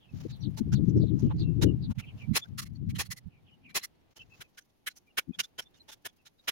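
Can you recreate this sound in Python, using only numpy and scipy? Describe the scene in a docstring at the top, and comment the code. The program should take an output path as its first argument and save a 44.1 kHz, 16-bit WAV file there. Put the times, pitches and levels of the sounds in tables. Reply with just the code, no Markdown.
"""Fencing a garden with wire mesh.

Tie wire is twisted round a post, a staple gun fires three times and is shifted about, then tin snips
bite through the mesh. Each contact is a metallic click, smeared into a short, symmetrical burst of
ringing noise. Wind buffets two microphones; small birds chirp over the faint air of the field."""
import sys
import numpy as np
from scipy import signal
from scipy.fft import rfft, irfft, next_fast_len
from scipy.io import wavfile
from scipy.ndimage import uniform_filter1d

SR = 44100
rng = np.random.default_rng(int(sys.argv[2]) if len(sys.argv) > 2 else 0)


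def log_audio(samples):
    """Write samples as a 16-bit WAV file to the path given in sys.argv[1]."""
    # one column per channel
    frames = np.atleast_2d(samples).T
    # limit to full scale, then quantise
    limited = np.clip(frames, -1, 1)
    pcm = np.round(limited * 32767).astype(np.int16)
    wavfile.write(sys.argv[1], SR, pcm)


N = 287487
TIME_S = np.arange(N) / SR

# Wire on post and tools. Each row: centre in seconds, level in dB, body, brightness and sizzle in dB
# relative to that level, strongest ring in Hz.
WIRE_TICKS = [(0.3074, -53.5, -18, -4.5, -21, 3800), (0.585, -46.5, 0, 2, -2, 4080),
              (0.736, -41.5, -10, -2, -12.5, 1420), (0.8983, -65.5, -11, 7.5, -28, 6000),
              (0.9787, -64, -8.5, 5, -23, 5520), (1.201, -64.5, 6, 10, -0.5, 6120),
              (1.314, -51, 10.5, -27, -31, 1260), (1.631, -31, -6.5, -2.5, -7, 3810),
              (1.9134, -52.5, 3, -8, -9, 1320), (1.9982, -42, -19, -10, -11, 2390),
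              (4.171, -53.5, -9, -0.5, -4.5, 2920), (4.9737, -63, -4, 10, 6, 6100),
              (5.8972, -47.5, -5.5, -3, -8, 3560), (5.9294, -47.5, -17, -2, -3.5, 3540),
              (6.2693, -52, -16.5, -3, -8, 3860)]
# Staple shots. Each row: centre and half-width in seconds, level in dB, relative sizzle in dB.
STAPLE_SHOTS = [(2.3678, 0.0063, -23, -2.5), (3.0055, .0078, -29.5, -1.5), (3.7677, 0.0074, -26.5, -2)]
# Handle and nose clacks. Each row: centre in seconds, level in dB, relative brightness in dB, ring in Hz.
STAPLER_CLACKS = [(2.35, -40.5, -8, 2250), (2.594, -34.5, -1, 1290), (2.6287, -46.5, 0.5, 1180),
                  (2.667, -54.5, -3.5, 2170), (2.9045, -49.5, -6.5, 2330), (2.9641, -42.5, -9.5, 3050),
                  (3.0614, -54.5, 1, 4400), (3.121, -36.5, -0.5, 2014), (3.179, -50.5, -0.5, 2000),
                  (3.7047, -53, -14, 2220), (3.823, -50, -13.5, 4070), (3.8437, -38.5, 0, 2030)]
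# Strands cut. Each row: as WIRE_TICKS, then relative ring height in dB.
SNIP_CUTS = [(4.4181, -41.5, -14.5, -7.5, -7.5, 1440, 4), (4.5864, -46, -21.5, -4.5, -7, 1610, 6),
             (4.8776, -29.5, -25, -11, -5.5, 2070, 9), (5.1861, -22.5, -16, -8.5, -7, 2300, 5.3),
             (5.4021, -24.5, -22.5, -3.5, -9.5, 2880, 9.5), (5.5953, -32, -12.5, -8, -11, 3160, 12.9),
             (6.0623, -35.5, -9.5, -6, -3.5, 1750, 4.8), (6.4888, -24, -15, -7.5, -9, 1990, 7)]
# Light, ringing wire ticks between and just after the snips. Each row: as STAPLER_CLACKS.
RINGING_TICKS = [(4.6177, -73, 7, 6080), (4.912, -58, -0.5, 4100), (5.3519, -58.5, -12.5, 3470),
                 (5.445, -49.5, 1, 3700), (5.627, -59, 4, 5600), (5.754, -61.5, -7, 3660),
                 (5.7777, -68.5, 0.5, 2900), (6.09, -59, -8, 3340)]
# Steel modes. Each row: frequency in Hz, width in Hz, height over the broad response in dB.
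WIRE_MODES = [(880, 16, 13.5), (1422, 41, 7.5), (1766, 66, 2.5), (3030, 400, -12.5), (5500, 330, 4),
              (6440, 310, 1.5)]
STAPLER_MODES = [(826, 58, 4.4), (1114, 63, 9.9), (1827, 120, 6.8), (2034, 80, 7), (2740, 46, 3.8),
                 (3360, 82, 5), (4132, 200, 9.3), (5160, 110, 6.4), (5700, 120, 6.9), (6700, 99, 6.9),
                 (7920, 21, 5.2), (9300, 150, 4.9), (10400, 130, 2), (11650, 220, 3.1)]
SNIP_MODES = [(1473, 44, 10.9), (1717, 91, 3.7), (2265, 28, 2.2), (2150, 47, 1.7), (3103, 260, 1.4),
              (3970, 58, 2.2), (5290, 330, 2.7), (6250, 200, 2), (9140, 150, 5.6), (11700, 150, 2),
              (13300, 120, 4.16)]
# Steel slipping on steel. Each row: centre and half-width in seconds, pitch in Hz, level in dB.
SQUEAKS = [(0.421, 0.0072, 5750, -59), (2.43, 0.0064, 3484, -39), (2.454, .0036, 1480, -53),
           (2.762, 0.0041, 4420, -57.5), (4.208, 0.0075, 3050, -49.5), (4.218, 0.0074, 2694, -47.5),
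           (4.333, 0.011, 2605, -55), (5.338, 0.0076, 2490, -60.5), (5.348, 0.0048, 3380, -49),
           (5.445, 0.0035, 3500, -42), (5.669, 0.0074, 3540, -58.5), (5.812, 0.0055, 4120, -53),
           (6.398, 0.0058, 3800, -61)]
# Mesh sliding on wood and tools. Each row: centre and half-width in seconds, level in dB.
SCRAPES = [(0.213, 0.032, -59.5), (0.87, 0.01, -66), (1.062, .008, -68), (1.236, 0.037, -65),
           (1.404, 0.016, -61), (2.205, 0.02, -67), (2.448, 0.0066, -62.5), (2.485, 0.0046, -71.5),
           (2.762, 0.0057, -67.5), (4.113, 0.0028, -64), (4.185, 0.03, -66), (4.376, 0.034, -66.5),
           (4.551, 0.011, -75), (6.455, 0.017, -72.5)]
# Shading between the microphones. Each row: frequency in Hz, left minus right in dB.
MIC_SHADING = [(400, 5), (900, 2.5), (1400, 6.5), (1900, -2), (2500, 3.5), (3100, 0), (3500, -1),
               (4300, -3), (5400, -9.5), (6400, -4.5), (7500, 6), (10000, 2.5), (14000, 7)]
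# Wind pressure per microphone. Each row: time in seconds, relative level in dB.
WIND_LEFT = [(0.09, -99), (0.14, -39), (0.39, -44), (0.45, -28.5), (0.56, -35.5), (0.73, -27), (1.0, -22.5),
             (1.32, -28), (1.67, -20.5), (1.88, -35), (1.98, -59), (2.05, -48), (2.35, -53.5),
             (2.44, -70.5), (2.49, -36), (2.65, -43), (2.9, -32.5), (3.06, -63), (3.7, -67), (3.85, -74.5)]
WIND_RIGHT = [(0.04, -70), (0.14, -46.5), (0.3, -47.5), (0.4, -59), (0.73, -33.5), (0.84, -44.5),
              (0.98, -25.5), (1.09, -46), (1.381, -26), (1.519, -43), (1.661, -30.5), (2.1, -52),
              (2.33, -39), (2.441, -66.5), (2.56, -42.5), (2.719, -54.5), (2.971, -34), (3.05, -54.5),
              (3.5, -69), (3.851, -79)]
# Lone eddies. Each row: centre and half-width in seconds, level and left minus right in dB, pitch in Hz.
PUFFS = [(0.259, 0.0044, -29.5, 14, 272), (0.617, 0.0047, -20, 31, 205), (0.744, .012, -18, 12, 148.4),
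         (0.834, 0.0052, -17, 34, 155), (0.889, 0.0042, -14, 24, 198), (0.968, 0.0048, -17, 9.5, 278),
         (1.04, 0.0044, -28, 22, 363), (1.247, 0.0098, -20, 19, 245), (1.657, 0.023, -25, 25, 299),
         (1.902, 0.01, -24.5, 14, 148), (1.988, 0.0078, -26.5, -36, 138.5), (2.312, 0.013, -20, -45, 167),
         (2.9, 0.018, -28, 11, 134), (3.098, 0.0062, -34.5, -31, 124), (3.268, 0.0068, -34.5, -21, 128),
         (3.662, 0.047, -58, 8, 209), (4.26, 0.041, -59, 10, 109), (4.4, 0.0043, -49.5, 15, 137),
         (5.298, 0.0071, -29.5, 41, 208), (5.396, 0.01, -49, 8, 172)]
# Raspy and clear bird notes. Each row: centre and length in seconds, mid-note pitch in Hz, level in dB.
CHIRPS = [(0.04, 0.06, 3090, -65.5), (0.335, 0.052, 4100, -56.5), (0.445, 0.04, 3930, -50.5),
          (0.762, 0.039, 4100, -52), (1.026, 0.039, 4120, -56.5), (1.084, 0.042, 3730, -61),
          (1.282, .1, 2810, -68.5), (1.415, 0.044, 4140, -48), (1.847, 0.037, 4080, -52.5),
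          (2.039, 0.033, 2560, -54), (2.09, 0.04, 2840, -53.5), (2.215, 0.045, 2624, -55),
          (3.342, 0.059, 2570, -71.5), (3.487, 0.04, 2840, -64.5), (3.661, 0.031, 2590, -56)]
WHISTLES = [(0.1, .027, 2560, -65), (1.468, 0.085, 2710, -62), (1.692, .039, 2875, -52),
            (2.235, .04, 2350, -55), (3.368, .043, 2360, -72), (3.529, 0.04, 2975, -63),
            (3.69, 0.084, 2355, -62), (4.454, 0.025, 2545, -65.5), (5.085, .022, 2380, -66),
            (5.11, 0.022, 2790, -68.5), (6.205, .03, 2650, -73)]
# Air of the field. Each row: time in seconds, relative mid and treble levels in dB.
AIR_LEVELS = [(0.0, -78, -85.5), (0.4, -73, -78), (0.56, -75, -79), (0.91, -75.5, -86.5), (1.69, -75, -84),
              (2.27, -72, -80), (2.7, -82, -86), (3.1, -80, -92.5), (3.43, -80, -87), (4.34, -79.5, -87),
              (4.65, -84.5, -83.5), (5.77, -79.5, -83.5), (6.21, -83, -84.5), (6.52, -84.5, -79)]
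# Brief level dips. Each row: centre and half-width in seconds.
DIPS = [(1.941, 0.013), (4.147, 0.016)]
# Source spectra. Each row: frequency in Hz, relative gain in dB.
STEEL_EQ = [(60, -13), (200, -7.5), (450, -0.5), (700, -5), (1100, -3.5), (1500, 0.5), (3200, 2.5),
            (4500, -2.5), (6700, -3), (7700, -7), (10500, -2.5), (16000, -9.5)]
SCRAPE_EQ = [(500, 7), (1500, 0.5), (3500, 0), (6700, -0.5), (7800, -20), (12000, -12.5), (16000, -11)]
RUSTLE_EQ = [(1500, -4.5), (3500, -1.5), (6700, 0), (7800, -12), (10000, -2), (13000, -1), (16000, -1)]
GENTLE_WIND_EQ = [(20, -19.5), (40, -15), (65, -4), (120, 5), (180, -1.5), (250, -9.5), (330, -26),
                  (450, -43), (700, -53.5), (2000, -84.5)]
HARD_WIND_EQ = [(100, -30.5), (220, -3), (300, 10.5), (380, -0.5), (460, -11), (580, -24), (750, -38.5),
                (1100, -39), (3000, -72.5)]
FAR_RUMBLE_EQ = [(20, 1), (80, 4.5), (130, 4.5), (280, 3), (450, -3), (800, -8.5), (1500, -38)]
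TREES_EQ = [(400, -16.5), (800, 3.5), (1400, -4), (3000, -4.5), (4500, -10.5), (7000, -22.5)]
GRASS_EQ = [(2500, -5.5), (4500, 3.5), (6700, 4.5), (7800, -14.5), (10000, 3.5), (13000, 1), (16000, -7)]


def staple_gun(rebound_s, rebound_db):
    """A spring drives each staple home, the striker rebounds once, duller; handle and nose clack."""
    shots = [contact(s, half_s, db, body_db=-11, bright_db=-2, sizzle_db=sizzle_db,
                     ring_hz=2530, height_db=7, pan_db=-1)
             for s, half_s, db, sizzle_db in STAPLE_SHOTS]
    rebounds = [contact(s + rebound_s, half_s=0.0058, db=db + rebound_db, body_db=-22, bright_db=-2,
                        sizzle_db=-9, ring_hz=2530, height_db=7, pan_db=-1)
                for s, _, db, _ in STAPLE_SHOTS]
    clacks = [contact(s, half_s=0.0059, db=db, body_db=-27, bright_db=bright_db,
                      sizzle_db=bright_db - 1, ring_hz=hz, height_db=11, pan_db=-1)
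              for s, db, bright_db, hz in STAPLER_CLACKS]
    return struck_steel(shots + rebounds + clacks, STAPLER_MODES, body_hz=1050, ring_trim_db=0.5,
                        ring_width_hz=280, tail_db=-18.5, tail_t60_s=0.09, grain_db=0.85)


def snips(cut_half_s, tick_half_s):
    """Blades bite through strands; light, ringing wire ticks fall between and just after cuts."""
    cuts = [contact(s, cut_half_s, *tone, pan_db=-2) for s, *tone in SNIP_CUTS]
    ticks = [contact(s, tick_half_s, db, body_db=-24, bright_db=bright_db,
                     sizzle_db=bright_db - 9, ring_hz=hz, height_db=21, pan_db=-2)
             for s, db, bright_db, hz in RINGING_TICKS]
    return struck_steel(cuts + ticks, SNIP_MODES, body_hz=1100, ring_trim_db=-1.5,
                        ring_width_hz=230, tail_db=-10, tail_t60_s=0.061, grain_db=2)


def wire(tick_half_s, stray_half_s, stray_count):
    """Wire slips on post and blades; loose strands touch at random, harder in livelier air."""
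    ticks = [contact(s, tick_half_s, *tone, height_db=10.5, pan_db=-1.5) for s, *tone in WIRE_TICKS]
    for s, force, pitch in rng.random((stray_count, 3)) * [N / SR, 1, 1]:
        db = air_treble_db(s) + 3 + 7.5 * force
        ticks.append(contact(s, stray_half_s, db, body_db=-13, bright_db=-1, sizzle_db=-8,
                             ring_hz=2600 + 3000 * pitch, height_db=16, pan_db=-2))
    return struck_steel(ticks, WIRE_MODES, body_hz=1120, ring_trim_db=-1,
                        ring_width_hz=490, tail_db=-12, tail_t60_s=0.09, grain_db=1.15)


def contact(s, half_s, db, body_db, bright_db, sizzle_db, ring_hz, height_db, pan_db):
    """One contact, with levels for four registers: body, main ring, brightness, sizzle."""
    register_db = db + np.array([body_db, 0, bright_db, sizzle_db])
    return s, half_s, register_db, ring_hz, height_db, pan_db


def struck_steel(contacts, modes, body_hz, ring_trim_db, ring_width_hz, tail_db, tail_t60_s, grain_db):
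    """Metallic clicks, each smeared into a short, symmetrical burst of ringing noise; faint tail."""
    out, t = np.zeros((2, N)), centred_s(8192)
    hz = bins_hz(t)
    register = np.searchsorted([body_hz, 4200, 7500], hz)
    mode_power = sum((undb(db) * resonance(hz, mode_hz, width_hz)) ** 2 for mode_hz, width_hz, db in modes)
    steel = eq_gain(hz, STEEL_EQ) * np.sqrt(1 + mode_power)
    shade_db = 20 * np.log10(eq_gain(hz, MIC_SHADING))
    for s, half_s, register_db, ring_hz, height_db, pan_db in contacts:
        white, grain = rng.standard_normal((2, 2, len(t)))
        # the strike point picks the dominant mode
        ring = np.hypot(1, undb(height_db + ring_trim_db) * resonance(hz, ring_hz, ring_width_hz) ** 2)
        ringing = irfft(rfft(white) * steel * ring * pan(shade_db + pan_db))
        roughness = undb(grain_db * unit(uniform_filter1d(grain, size=64)))
        swell = arch(t, half_s)
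        spectrum = rfft(ringing * roughness * np.hypot(swell, tail(t, tail_db, tail_t60_s)))
        # force and sharpness set each register's energy above 450 Hz
        power = np.sum(np.abs(spectrum) ** 2, axis=0) * (hz > 450)
        energy = np.bincount(register, power) * 2 / len(t)
        gain = undb(register_db) * np.sqrt(np.sum(swell ** 2) / energy)
        add(out, s, irfft(spectrum * uniform_filter1d(gain[register], size=40)))
    return out


def squeaks(width_hz, octave_db):
    """Steel slips on steel: a brief rough tone plus its octave."""
    out, t = np.zeros((2, N)), centred_s(4096)
    hz = bins_hz(t)
    for s, half_s, pitch_hz, db in SQUEAKS:
        swell = arch(t, half_s)
        lines = band(hz, pitch_hz, width_hz) + undb(octave_db) * band(hz, 2 * pitch_hz, 2 * width_hz)
        slip = shaped_noise(t, lines) * swell
        add(out, s, unit(slip) * rms(swell) / np.sqrt(2) * undb(db))
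    return out


def scrapes(grain_db):
    """Mesh dragged over the post catches and hisses unevenly."""
    pressure = sum(undb(db) * bell(TIME_S - s, half_s) for s, half_s, db in SCRAPES)
    catches = np.repeat(rng.standard_normal(N // 256 + 1), 256)[:N]
    return noise(SCRAPE_EQ) * pressure * undb(grain_db * uniform_filter1d(catches, size=200))


def rustle(trim_db, spread_db, rate_hz):
    """Loose mesh stirs in an uneven fizz, stronger in livelier air."""
    return noise(RUSTLE_EQ) * undb(air_treble_db(TIME_S) + trim_db + spread_db * wander(rate_hz)[0])


def wind(trim_db, buffet_db, buffet_hz):
    """Separate turbulence at each microphone; harder gusts shed smaller, higher eddies."""
    gust_db = np.array([np.interp(TIME_S, *np.transpose(side), right=-120)
                        for side in (WIND_LEFT, WIND_RIGHT)])
    gust_db += buffet_db * wander(buffet_hz)
    eddy_db = -8 + 0.86 * (gust_db + 20)
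    air = noise(GENTLE_WIND_EQ) + undb(eddy_db) * noise(HARD_WIND_EQ)
    # levelled, so the gust alone sets the pressure
    power = uniform_filter1d(uniform_filter1d(air ** 2, size=1200), size=1200)
    return air / np.sqrt(power + 1e-9) * undb(gust_db + trim_db)


def puffs(width_ratio):
    """Lone eddies hit the microphones as low bumps."""
    out, t = np.zeros((2, N)), centred_s(16384)
    for s, half_s, db, pan_db, hz in PUFFS:
        swell = bell(t, half_s)
        bump = shaped_noise(t, band(bins_hz(t), hz, width_ratio * hz)) * swell
        add(out, s, unit(bump) * rms(swell) * undb(db) * pan(pan_db))
    return out


def birds(echo_db, echo_t60_s, warble_hz, warble_per_rasp):
    """Raspy falling chirps and cleaner, near-level whistles, with a faint echo from the trees."""
    out, t = np.zeros((2, N)), centred_s(16384)
    hz = bins_hz(t)
    # fall and rasp are fractions of the pitch
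    for notes, fall, rasp in (CHIRPS, 0.15, 0.12), (WHISTLES, 0.033, 0.03):
        for s, length_s, mid_hz, db in notes:
            start_hz, end_hz = mid_hz * (1 + fall / 2), mid_hz * (1 - fall / 2)
            glide_hz = np.interp(t, [-length_s / 2, length_s / 2], [start_hz, end_hz])
            # a rough syrinx wobbles the pitch and spreads the line into a band
            warble = unit(shaped_noise(t, band(hz, warble_hz, warble_hz / 2)))
            phase = 2 * np.pi * np.cumsum(glide_hz * (1 + warble_per_rasp * rasp * warble), axis=-1) / SR
            spread = bell(hz, rasp * start_hz / 2)
            tone = shaped_noise(t, spread) * np.sin(phase) + shaped_noise(t, spread) * np.cos(phase)
            swell = bell(t, length_s / 3.6)
            envelope = np.hypot(swell, tail(t, echo_db, echo_t60_s))
            add(out, s, unit(tone * envelope) * rms(swell) * undb(db))
    return out


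def field(rumble_trim_db, trees_trim_db, grass_trim_db):
    """Breeze in trees and dry grass; a far rumble swells with the trees."""
    s, mid_db, _ = np.transpose(AIR_LEVELS)
    breeze_db = np.interp(TIME_S, s, mid_db)
    rumble = noise(FAR_RUMBLE_EQ) * undb(breeze_db + rumble_trim_db)
    trees = noise(TREES_EQ) * undb(breeze_db + trees_trim_db)
    grass = noise(GRASS_EQ) * undb(air_treble_db(TIME_S) + grass_trim_db)
    return rumble + trees + grass


def air_treble_db(at_s):
    """Liveliness of the air: its relative treble level."""
    s, _, treble_db = np.transpose(AIR_LEVELS)
    return np.interp(at_s, s, treble_db)


def undb(db):
    return 10 ** (np.asarray(db) / 20)


def rms(x):
    return np.sqrt(np.mean(x ** 2, axis=-1, keepdims=True) + 1e-30)


def unit(x):
    return x / rms(x)


def centred_s(size):
    return (np.arange(size) - size // 2) / SR


def bins_hz(x):
    return np.maximum(np.fft.rfftfreq(x.shape[-1], 1 / SR), 1)


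def eq_gain(hz, eq):
    """Gain of a (Hz, dB) outline."""
    points_hz, db = np.transpose(eq)
    return undb(np.interp(np.log(hz), np.log(points_hz), db))


def resonance(hz, centre_hz, width_hz):
    """Gain of one mode, 1 at centre."""
    return 1 / np.sqrt(1 + (2 * (hz - centre_hz) / width_hz) ** 2)


def band(hz, centre_hz, width_hz):
    """Gaussian band gain."""
    return bell(hz - centre_hz, width_hz / 2)


def bell(x, half_width):
    """Gaussian; half_width is the standard deviation of its square."""
    return np.exp(-(x / (2 * half_width)) ** 2)


def arch(t, half_s):
    """Raised cosine, about as wide as bell."""
    return np.cos(np.pi / 2 * np.clip(t / (3.6 * half_s), -1, 1)) ** 2


def tail(t, db, t60_s):
    """Exponential decay from t = 0."""
    return undb(db - 60 * np.abs(t) / t60_s) * (t > 0)


def shaped_noise(t, gain):
    """Independent left and right noise as long as t, with a gain per bin."""
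    return irfft(rfft(rng.standard_normal((2, len(t)))) * gain, len(t))


def noise(eq):
    """Full-length stereo noise, rms 1."""
    t = centred_s(next_fast_len(N))
    return unit(shaped_noise(t, eq_gain(bins_hz(t), eq))[:, :N])


def wander(rate_hz):
    """Slow random drift per channel, rms 1."""
    return noise([(rate_hz, 0), (2 * rate_hz, -20), (4 * rate_hz, -120)])


def pan(db):
    """Constant-power gains for a left minus right level."""
    gains = np.array([undb(db / 2), undb(-db / 2)]).reshape(2, -1)
    return gains / np.sqrt(np.sum(gains ** 2, axis=0))


def add(out, centre_s, x):
    """Mix x into out, centred on centre_s."""
    start = int(round(centre_s * SR)) - x.shape[-1] // 2
    a, b = max(start, 0), min(start + x.shape[-1], N)
    out[:, a:b] += x[:, a - start:b - start]


def scene():
    """Wire and tools close by, wind on the microphones, birds and field behind."""
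    mix = wire(tick_half_s=0.0061, stray_half_s=0.004, stray_count=36)
    mix += staple_gun(rebound_s=0.025, rebound_db=-21)
    mix += snips(cut_half_s=0.005, tick_half_s=0.006)
    mix += squeaks(width_hz=100, octave_db=-32)
    mix += scrapes(grain_db=3.5)
    mix += rustle(trim_db=-5.5, spread_db=6.5, rate_hz=25)
    mix += wind(trim_db=1, buffet_db=3, buffet_hz=14)
    mix += puffs(width_ratio=0.61)
    mix += birds(echo_db=-23, echo_t60_s=0.18, warble_hz=55, warble_per_rasp=0.35)
    return mix + field(rumble_trim_db=11.5, trees_trim_db=3.5, grass_trim_db=-2.5)


def record(dry):
    """The level dips briefly twice; the camera cuts the top steeply."""
    dips = np.prod([1 - 0.92 * np.exp(-((TIME_S - s) / half_s) ** 4) for s, half_s in DIPS], axis=0)
    lowpass = signal.ellip(N=10, rp=0.2, rs=80, Wn=16050, fs=SR, output="sos")
    return signal.sosfilt(lowpass, dry * dips)


dry = scene()
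out = record(dry)
log_audio(out)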